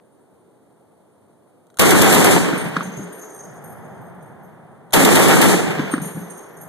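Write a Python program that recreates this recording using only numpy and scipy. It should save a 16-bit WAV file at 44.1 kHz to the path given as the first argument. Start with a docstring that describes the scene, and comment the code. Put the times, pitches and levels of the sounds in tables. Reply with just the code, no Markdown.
"""Outdoor range: faint air murmur and a thin whine. A heavy machine gun on a pedestal clacks and fires
five rounds; each blast cracks, then roars between the concrete pad and a long wall. The rounds thud into
a far backstop, a grassy slope answers, brass cases ring and hop on the concrete, and a wooded ridge rolls
the sound back. A second five-round burst follows about 3 s after the first. The camera's limiter
flattens both bursts and its stereo widener hollows the middle."""
import sys
import numpy as np
from scipy import signal
from scipy.fft import rfft, irfft
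from scipy.io import wavfile
from scipy.ndimage import uniform_filter1d

SR = 44100
rng = np.random.default_rng(int(sys.argv[2]) if len(sys.argv) > 2 else 0)


def transcribe(u):
    """Save the signal u as a 16-bit wav file named by the first command-line argument.

    u: samples, shape (n,) or (channels, n), limited to [-1, 1]; the rate is SR.
    q: integer samples, one column per channel.
    """
    v = np.clip(np.atleast_2d(u).T, -1, 1)
    q = np.round(v * 32767).astype(np.int16)
    wavfile.write(sys.argv[1], SR, q)


N = 294588
TIME_S = np.arange(N) / SR
BIN_HZ = np.arange(N // 2 + 1) * SR / N


def from_db(db):
    """Decibels to gain."""
    return 10 ** (np.asarray(db) / 20)


def at_bins(table):
    """Table interpolated at each FFT bin, log-frequency axis."""
    hz, value = np.transpose(table)
    return np.interp(np.log(np.maximum(BIN_HZ, 1)), np.log(hz), value)


def unit_rms(x):
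    """Scale to rms 1."""
    return x / np.sqrt(np.mean(x ** 2) + 1e-20)


def cut(x, hz, kind, order=2):
    """Butterworth low-pass or high-pass."""
    return signal.sosfilt(signal.butter(order, hz, kind, fs=SR, output="sos"), x)


def drift(rate_hz):
    """Smooth random curve, rms 1."""
    pole = np.exp(-2 * np.pi * rate_hz / SR)
    return unit_rms(signal.lfilter([1], [1, -2 * pole, pole * pole], rng.standard_normal(N)))


def noise(spectrum, correlation, lumps_db=0, resonances=()):
    """Coloured stereo noise, rms 1; level lumps stand for single prominent reflections."""
    peaks_db = sum(db / (1 + (2 * (BIN_HZ - hz) / width_hz) ** 2) for hz, width_hz, db in resonances)
    mid, side = rfft(rng.standard_normal((2, N))) * from_db(at_bins(spectrum) + peaks_db)
    alike = np.clip(at_bins(correlation), -1, 1)
    pair = np.sqrt(1 + alike) * mid + np.sqrt(1 - alike) * side * [[1], [-1]]
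    return unit_rms(irfft(pair, N) * from_db(lumps_db * drift(36)))


def ring(drive, hz, t60_s):
    """One mode: a unit click starts a decaying sine of height 1."""
    pole = from_db(-60 / (t60_s * SR))
    angle = 2 * np.pi * hz / SR
    return signal.lfilter([0, np.sin(angle)], [1, -2 * pole * np.cos(angle), pole * pole], drive + 1e-18)


def thumps(starts_s, levels_db, low_hz, high_hz):
    """Blows through a broad resonance, a few cycles each."""
    blows = np.zeros(N)
    blows[(starts_s * SR).astype(int)] = from_db(levels_db)
    band = signal.butter(2, [low_hz, high_hz], "band", fs=SR, output="sos")
    return signal.sosfilt(band, blows + 1e-18) * SR / (np.pi * (high_hz - low_hz))


def puffs(starts_s, levels_db, rise_s, t60_s):
    """Envelope of blows that rise and decay; powers add."""
    power = np.zeros(N)
    for start_s, db in zip(starts_s, levels_db):
        start = int(start_s * SR)
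        age_s = TIME_S[:N - start][:SR]
        blow = from_db(db - 60 * age_s / t60_s) * np.minimum(age_s / rise_s, 1)
        power[start:start + len(age_s)] += blow ** 2
    return np.sqrt(power)


# left/right likeness of far sound: freq_hz, correlation
FAR_STEREO = [(60, 0.45), (170, 0.37), (600, 0.53), (1500, .1), (4000, 0.079), (10000, 0.1)]
# air spectrum: freq_hz, density_db
AIR_SPECTRUM = [(25, -32.5), (50, -34.5), (100, -2.5), (160, 0.5), (400, 3), (650, -1), (900, -6.5),
                (1200, -12.5), (1800, -20), (3000, -26), (5500, -33), (9000, -27), (14000, -31)]
# whine tones: pitch_hz, rms_db
WHINE_TONES = [(8861, -84), (9076, -82), (9119, -107), (9372, -79.5)]


def background():
    """Distant murmur of air and a thin, wavering whine."""
    whine = sum(from_db(db) * unit_rms(ring(rng.standard_normal(N), hz, t60_s=0.12))
                for hz, db in WHINE_TONES)
    return from_db(-54.5) * noise(AIR_SPECTRUM, FAR_STEREO, lumps_db=0.6) + whine


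# feed and bolt clacks: start_s, level_db
ACTION_CLACKS = [(1.668, -56), (1.701, -52), (1.742, -52), (1.771, -33.5), (1.787, -21), (4.907, -47),
                 (4.924, -30), (4.931, -14)]
# steel receiver resonances: centre_hz, width_hz, gain_db
RECEIVER_MODES = [(1400, 430, 15.5), (3200, 180, 9.5), (3870, 200, 11), (6440, 900, 10), (8900, 900, 11)]
# clack and muzzle crack spectrum: freq_hz, density_db
CRACK_SPECTRUM = [(40, 12.5), (150, -6), (600, 4.5), (1500, -2), (3500, 0.5), (5000, -7), (8000, -3.5),
                  (14000, -2.5)]
# left/right likeness of sound from ahead: freq_hz, correlation
AHEAD_STEREO = [(100, 0.97), (1500, 0.34), (8000, 0.47)]


def gun_action():
    """Feed and bolt move before each burst and ring the receiver."""
    clacks = puffs(*np.transpose(ACTION_CLACKS), rise_s=0.00038, t60_s=0.03)
    return clacks * noise(CRACK_SPECTRUM, AHEAD_STEREO, resonances=RECEIVER_MODES)


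# rounds fired: start_s, blast_db, extra_crack_db
ROUNDS = [(1.792, 0, 2), (1.902, -1.5, -2), (2.011, 0, -0.5), (2.122, -3, 3), (2.24, -2.5, -3.5),
          (4.933, -1, 1.5), (5.046, 0, -2), (5.151, -2.5, 1.5), (5.276, -3, -1.5), (5.412, -2.5, -4)]
# left/right likeness of the blast: freq_hz, correlation
BLAST_STEREO = [(60, -1.065), (170, -0.68), (330, -0.22), (600, 0.38), (1200, -0.2), (3000, -0.021),
                (8000, -0.01)]


def muzzle_crack():
    """A broadband crack leaves the muzzle with each round."""
    start_s, blast_db, extra_crack_db = np.transpose(ROUNDS)
    cracks = puffs(start_s, blast_db + extra_crack_db - 2, rise_s=0.0054, t60_s=0.2)
    return cracks * noise(CRACK_SPECTRUM, BLAST_STEREO, lumps_db=3.5)


def after_shots(db, rise_s, t60_s, hold_s=0, delay_s=0):
    """Rise-hold-decay envelope set off by every round; powers add."""
    age_s = TIME_S - delay_s
    decay_db = 60 * np.maximum(age_s - rise_s - hold_s, 0) / t60_s
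    response = np.clip(age_s / rise_s, 0, 1) * from_db(db - decay_db)
    start_s, blast_db, _ = np.transpose(ROUNDS)
    shots = np.zeros(N)
    shots[(start_s * SR).astype(int)] = from_db(blast_db)
    power = signal.fftconvolve(shots ** 2, response ** 2)[:N]
    return np.sqrt(np.maximum(power, 0))


# roar spectra by band: freq_hz, density_db
ROAR_BASS_SPECTRUM = [(20, -24), (50, -14), (90, -4.5), (130, -3), (180, 3.5), (260, -1), (340, 3),
                      (520, -19), (1200, -62)]
ROAR_MID_SPECTRUM = [(120, -53), (220, -18.5), (310, -1.5), (430, 3), (600, 1), (850, -3.5), (1300, -3),
                     (2000, -4.5), (3000, -10.5), (4500, -22), (9000, -28.5)]
ROAR_TREBLE_SPECTRUM = [(1000, -24.5), (2200, -31), (3400, 2.5), (5000, -1), (7500, 4.5), (10000, 2.5),
                        (14000, -3.5)]
# firing point resonances: centre_hz, width_hz, gain_db
SITE_MODES = [(179.4, 27, 3.5), (266.4, 17, 7), (425.4, 33, 4), (757.6, 17, 6), (805, 40, 4),
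              (906, 28, 5.5), (1124, 7.1, 3.5), (1687, 28, 2), (3440, 59, 1), (6500, 36, 3.5)]


def roar(slap_delay_s=0.121, top_hz=10000):
    """The blast between pad and wall dies fast; the wall slaps back and the range rings on."""
    start_s, blast_db, _ = np.transpose(ROUNDS)
    blast = after_shots(0, rise_s=0.015, t60_s=0.34, hold_s=0.029)
    slap = puffs(start_s + slap_delay_s, blast_db - 9, rise_s=0.0043, t60_s=0.11)
    bass = np.hypot(from_db(-10) * blast, after_shots(-11, rise_s=0.051, t60_s=1.13))
    mid = np.hypot(from_db(-5.5) * blast, after_shots(-15, rise_s=0.051, t60_s=1.707))
    treble = after_shots(-15.5, rise_s=0.0073, t60_s=0.66, hold_s=0.069)
    top = after_shots(-14.5, rise_s=0.0073, t60_s=0.42, hold_s=0.069)  # air absorbs the top sooner
    hiss = noise(ROAR_TREBLE_SPECTRUM, BLAST_STEREO, resonances=SITE_MODES)
    bass_noise = noise(ROAR_BASS_SPECTRUM, BLAST_STEREO, lumps_db=1.5, resonances=SITE_MODES)
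    mid_noise = noise(ROAR_MID_SPECTRUM, BLAST_STEREO, lumps_db=1.5, resonances=SITE_MODES)
    return (bass * bass_noise
            + np.hypot(mid, slap) * mid_noise
            + treble * cut(hiss, top_hz, "low", order=3)
            + top * cut(hiss, top_hz, "high", order=3))


# strong wall echoes: start_s, level_db
WALL_ECHOES = [(1.926, -2.5), (2.275, -26), (2.366, -5.5), (5.398, -13), (5.543, -7.5), (5.613, -20)]


def wall_echoes():
    """Single reflections off the wall arrive as low thumps."""
    return thumps(*np.transpose(WALL_ECHOES), low_hz=290, high_hz=400)


# rounds landing: start_s, boom_db, knock_db, crack_db
BACKSTOP_HITS = [(2.529, -16.5, -12.5, -19.5), (2.656, -18.5, -27, -36), (2.765, -29, -18, -13),
                 (2.873, -24.5, -31, -37.5), (2.994, -23, -24.5, -42), (5.697, -18.5, -33, -30),
                 (5.793, -16, -10, -18), (5.937, -27, -7.5, -17.5), (6.015, -20, -25, -42),
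                 (6.171, -22.5, -24, -41)]
# spectra of the impact and the trap's hollow: freq_hz, density_db
IMPACT_SPECTRUM = [(150, -25), (400, -3.5), (900, -2), (1500, 8.5), (2100, -5.5), (3500, -12.5),
                   (7000, -21), (14000, -40.5)]
HOLLOW_SPECTRUM = [(60, -46), (110, -22), (145, -3.5), (175, 4.5), (215, -2), (300, -12), (600, -62)]


def backstop(echo_delay_s=0.0415, air_cutoff_hz=7000):
    """Rounds clack on the trap's steel plate, spray earth and boom in its hollow; air dulls it all."""
    start_s, boom_db, knock_db, crack_db = np.transpose(BACKSTOP_HITS)
    boom = thumps(start_s, boom_db, low_hz=143, high_hz=200)
    knock = thumps(start_s, knock_db, low_hz=227, high_hz=314)
    plate = thumps(start_s + 0.00095, crack_db - 1, low_hz=1100, high_hz=1430)
    crack = puffs(start_s, crack_db, rise_s=0.002, t60_s=0.045)
    spray = puffs(start_s - 0.008, crack_db - 15, rise_s=0.00095, t60_s=0.32)
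    rumble = puffs(start_s - 0.025, np.full(len(start_s), -29), rise_s=0.0065, t60_s=0.59)
    hit = (boom + knock + plate
           + np.hypot(crack, spray) * noise(IMPACT_SPECTRUM, AHEAD_STEREO, lumps_db=-0.5)
           + rumble * noise(HOLLOW_SPECTRUM, AHEAD_STEREO))
    reflected = from_db(-10) * hit + from_db(-9) * plate  # the wall favours the clack
    echo = np.pad(reflected, ((0, 0), (int(echo_delay_s * SR), 0)))[:, :N]
    return cut(hit + echo, air_cutoff_hz, "low")


# hill echo spectra by band: freq_hz, density_db
HILL_BASS_SPECTRUM = [(30, -55), (70, -18.5), (120, 0.5), (165, 4), (240, -2), (400, -47)]
HILL_LOW_SPECTRUM = [(120, -55), (260, -2), (420, 5.5), (600, -10.5), (1000, -73), (2500, -66)]
HILL_MID_SPECTRUM = [(250, -12), (550, 4), (800, 2), (1100, -2.5), (1800, -5), (2600, -18), (3600, -25),
                     (5000, -106), (9000, -53)]
# ridge echo resonance: centre_hz, width_hz, gain_db
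RIDGE_MODES = [(790, 340, 5)]


def hills():
    """A near grassy slope, then a far wooded ridge, return a dull, smeared roll without deep bass."""
    slope_low = after_shots(-41.5, rise_s=0.25, t60_s=1.7, delay_s=0.74)
    slope_mid = after_shots(-46.5, rise_s=0.25, t60_s=5.4, delay_s=0.74)
    ridge = after_shots(0, rise_s=0.21, t60_s=6.2, delay_s=1.49)
    roll = (from_db(-45.5) * ridge * noise(HILL_BASS_SPECTRUM, FAR_STEREO)
            + np.hypot(from_db(-50.5) * ridge, slope_low) * noise(HILL_LOW_SPECTRUM, FAR_STEREO)
            + from_db(-46) * ridge * noise(HILL_MID_SPECTRUM, FAR_STEREO, resonances=RIDGE_MODES)
            + slope_mid * noise(HILL_MID_SPECTRUM, FAR_STEREO))
    return cut(roll, 63, "high")


# brass case modes: pitch_hz, level_db, t60_s
BRASS_MODES = [(4900, -17, 2.1), (5720, -20, 2), (6130, -11, 1.2), (6060, -10.5, 0.36), (6374, 0, 0.41),
               (6440, -2, 0.34), (6880, -10.5, 0.63), (7160, -16, 0.82), (8430, -15, 0.75),
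               (8700, -9, 0.55), (8900, -10, 0.64), (8860, 1, 0.44), (9275, -9, 0.52), (9830, -11.5, 0.31),
               (10939, -8, 0.64), (11700, -3.5, 0.17), (11530, -4, 0.55), (11600, -2, 0.32),
               (12000, -9, .35), (13000, -15, .6)]


def case_hops(fall_s=0.75, first_hop_s=0.2, hop_ratio=0.89, landing_db=-40.5, loss_db=2, contacts=14):
    """Each round's case falls, then hops lower and quicker. Rows: start_s, level_db, favoured_hz."""
    hop = np.arange(contacts)
    shape = (len(ROUNDS), contacts)
    hop_s = first_hop_s * hop_ratio ** (hop - 1) * np.exp(0.15 * rng.standard_normal(shape))
    flight_s = np.where(hop == 0, fall_s, hop_s)
    start_s = np.array(ROUNDS)[:, :1] + np.cumsum(flight_s, axis=1)
    level_db = landing_db - loss_db * hop + 3 * rng.standard_normal(shape)
    favoured_hz = rng.choice(np.array(BRASS_MODES)[:, 0], shape)  # new contact point each hop
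    return np.stack([start_s, level_db, favoured_hz], axis=-1)[start_s < TIME_S[-1]]


# loudest clinks on the concrete: start_s, level_db, favoured_hz
CASE_CLINKS = [(2.576, -26, 8900), (2.6394, -35, 8820), (2.829, -27.5, 6360), (2.8564, -41, 6340),
               (2.9193, -30, 6500), (2.9672, -29, 6640), (3.1248, -31, 8730), (3.2136, -31.5, 6410),
               (3.3129, -37.5, 6460), (3.3412, -31, 8700), (3.3894, -32, 6400), (3.5359, -43.5, 8740),
               (3.6396, -34.5, 10900), (3.6945, -37.5, 11700), (4.0127, -48, 11500), (4.2238, -48.5, 11300),
               (4.4294, -51, 11600), (5.915, -28.5, 8800), (6.0182, -20, 8970), (6.0496, -26, 9000),
               (6.1068, -38, 8900), (6.213, -38.5, 9000), (6.2995, -32.5, 8600), (6.3729, -34.5, 8960),
               (6.5685, -40, 6350), (6.6114, -32, 11000)]


def brass_cases(ring_db=-12, tick_db=-25, uneven_db=3, off_mode_db_per_octave=-17, detune=0.00309):
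    """Each contact ticks and rings two detuned cases, most in the modes the contact point favours."""
    start_s, level_db, favoured_hz = np.vstack([CASE_CLINKS, case_hops()]).T
    starts = (start_s * SR).astype(int)
    ticks = puffs(start_s, level_db + tick_db, rise_s=0.0005, t60_s=0.045) * rng.standard_normal((2, N))
    # tumbling sweeps each case's radiation lobes past the microphones
    tumble = [from_db(2.16 * drift(28)) for _ in range(2)]
    tuning = 1 + detune * np.array([-1, 1]) * rng.uniform(0.427, 1.5, (len(BRASS_MODES), 2))
    scatter = rng.standard_normal((len(start_s), len(BRASS_MODES), 2, 3))
    ringing = np.zeros((2, N))
    for mode, (hz, mode_db, t60_s) in enumerate(BRASS_MODES):
        struck_db = level_db + off_mode_db_per_octave * np.abs(np.log2(hz / favoured_hz))
        for case in range(2):
            strength = from_db(struck_db + ring_db + mode_db + uneven_db * scatter[:, mode, case, 0])
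            channel_gains = 0.54 + 0.5 * scatter[:, mode, case, 1:].T
            clicks = np.zeros((2, N))
            clicks[:, starts] = strength * channel_gains * (-1) ** (mode + case)
            ringing += ring(clicks, hz * tuning[mode, case], t60_s) * tumble[case]
    return cut(ringing + ticks, 4460, "high", order=6)  # the cases are heard only above about 4.5 kHz


def scene():
    """Stereo sum of all sources."""
    gun = gun_action() + muzzle_crack() + roar() + wall_echoes()
    return background() + gun + backstop() + hills() + brass_cases()


def limiter(x, threshold_db=-9.5, release_db_per_s=330, attack_s=0.0028):
    """Gain takes milliseconds to drop, so a burst's first round overshoots; recovery is slower."""
    power = uniform_filter1d(np.mean(x ** 2, axis=0), size=330)
    level_db = 10 * np.log10(np.maximum(power, 1e-12))
    release_db = release_db_per_s * TIME_S
    held_db = np.maximum.accumulate(level_db + release_db) - release_db
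    excess_db = np.maximum(held_db - threshold_db, 0)
    pole = np.exp(-1 / (attack_s * SR))
    return x * from_db(-signal.lfilter([1 - pole], [1, -pole], excess_db))


# opposite channel subtracted: freq_hz, share
WIDENER_CROSSFEED = [(200, 0), (600, .25), (1000, .75), (1300, 1), (4000, 1), (5200, .45), (7000, .12),
                     (13000, .15)]


def widener(x, lag_s=0.000381):
    """Each channel loses a late copy of the other, combing middle and side in turn."""
    share = at_bins(WIDENER_CROSSFEED)
    spectra = rfft(x)
    late_opposite = np.exp(-2j * np.pi * BIN_HZ * lag_s) * spectra[::-1]
    return irfft((spectra - share * late_opposite) / np.sqrt(1 + share ** 2), N)


def record(dry):
    """Limiter, widener, overload, steep top cut."""
    overloaded = np.clip(widener(limiter(dry)), -1, 1)
    cutoff_hz = 13950
    return signal.sosfilt(signal.ellip(12, 0.2, 70, cutoff_hz, fs=SR, output="sos"), overloaded)


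dry = scene()
out = record(dry)
transcribe(out)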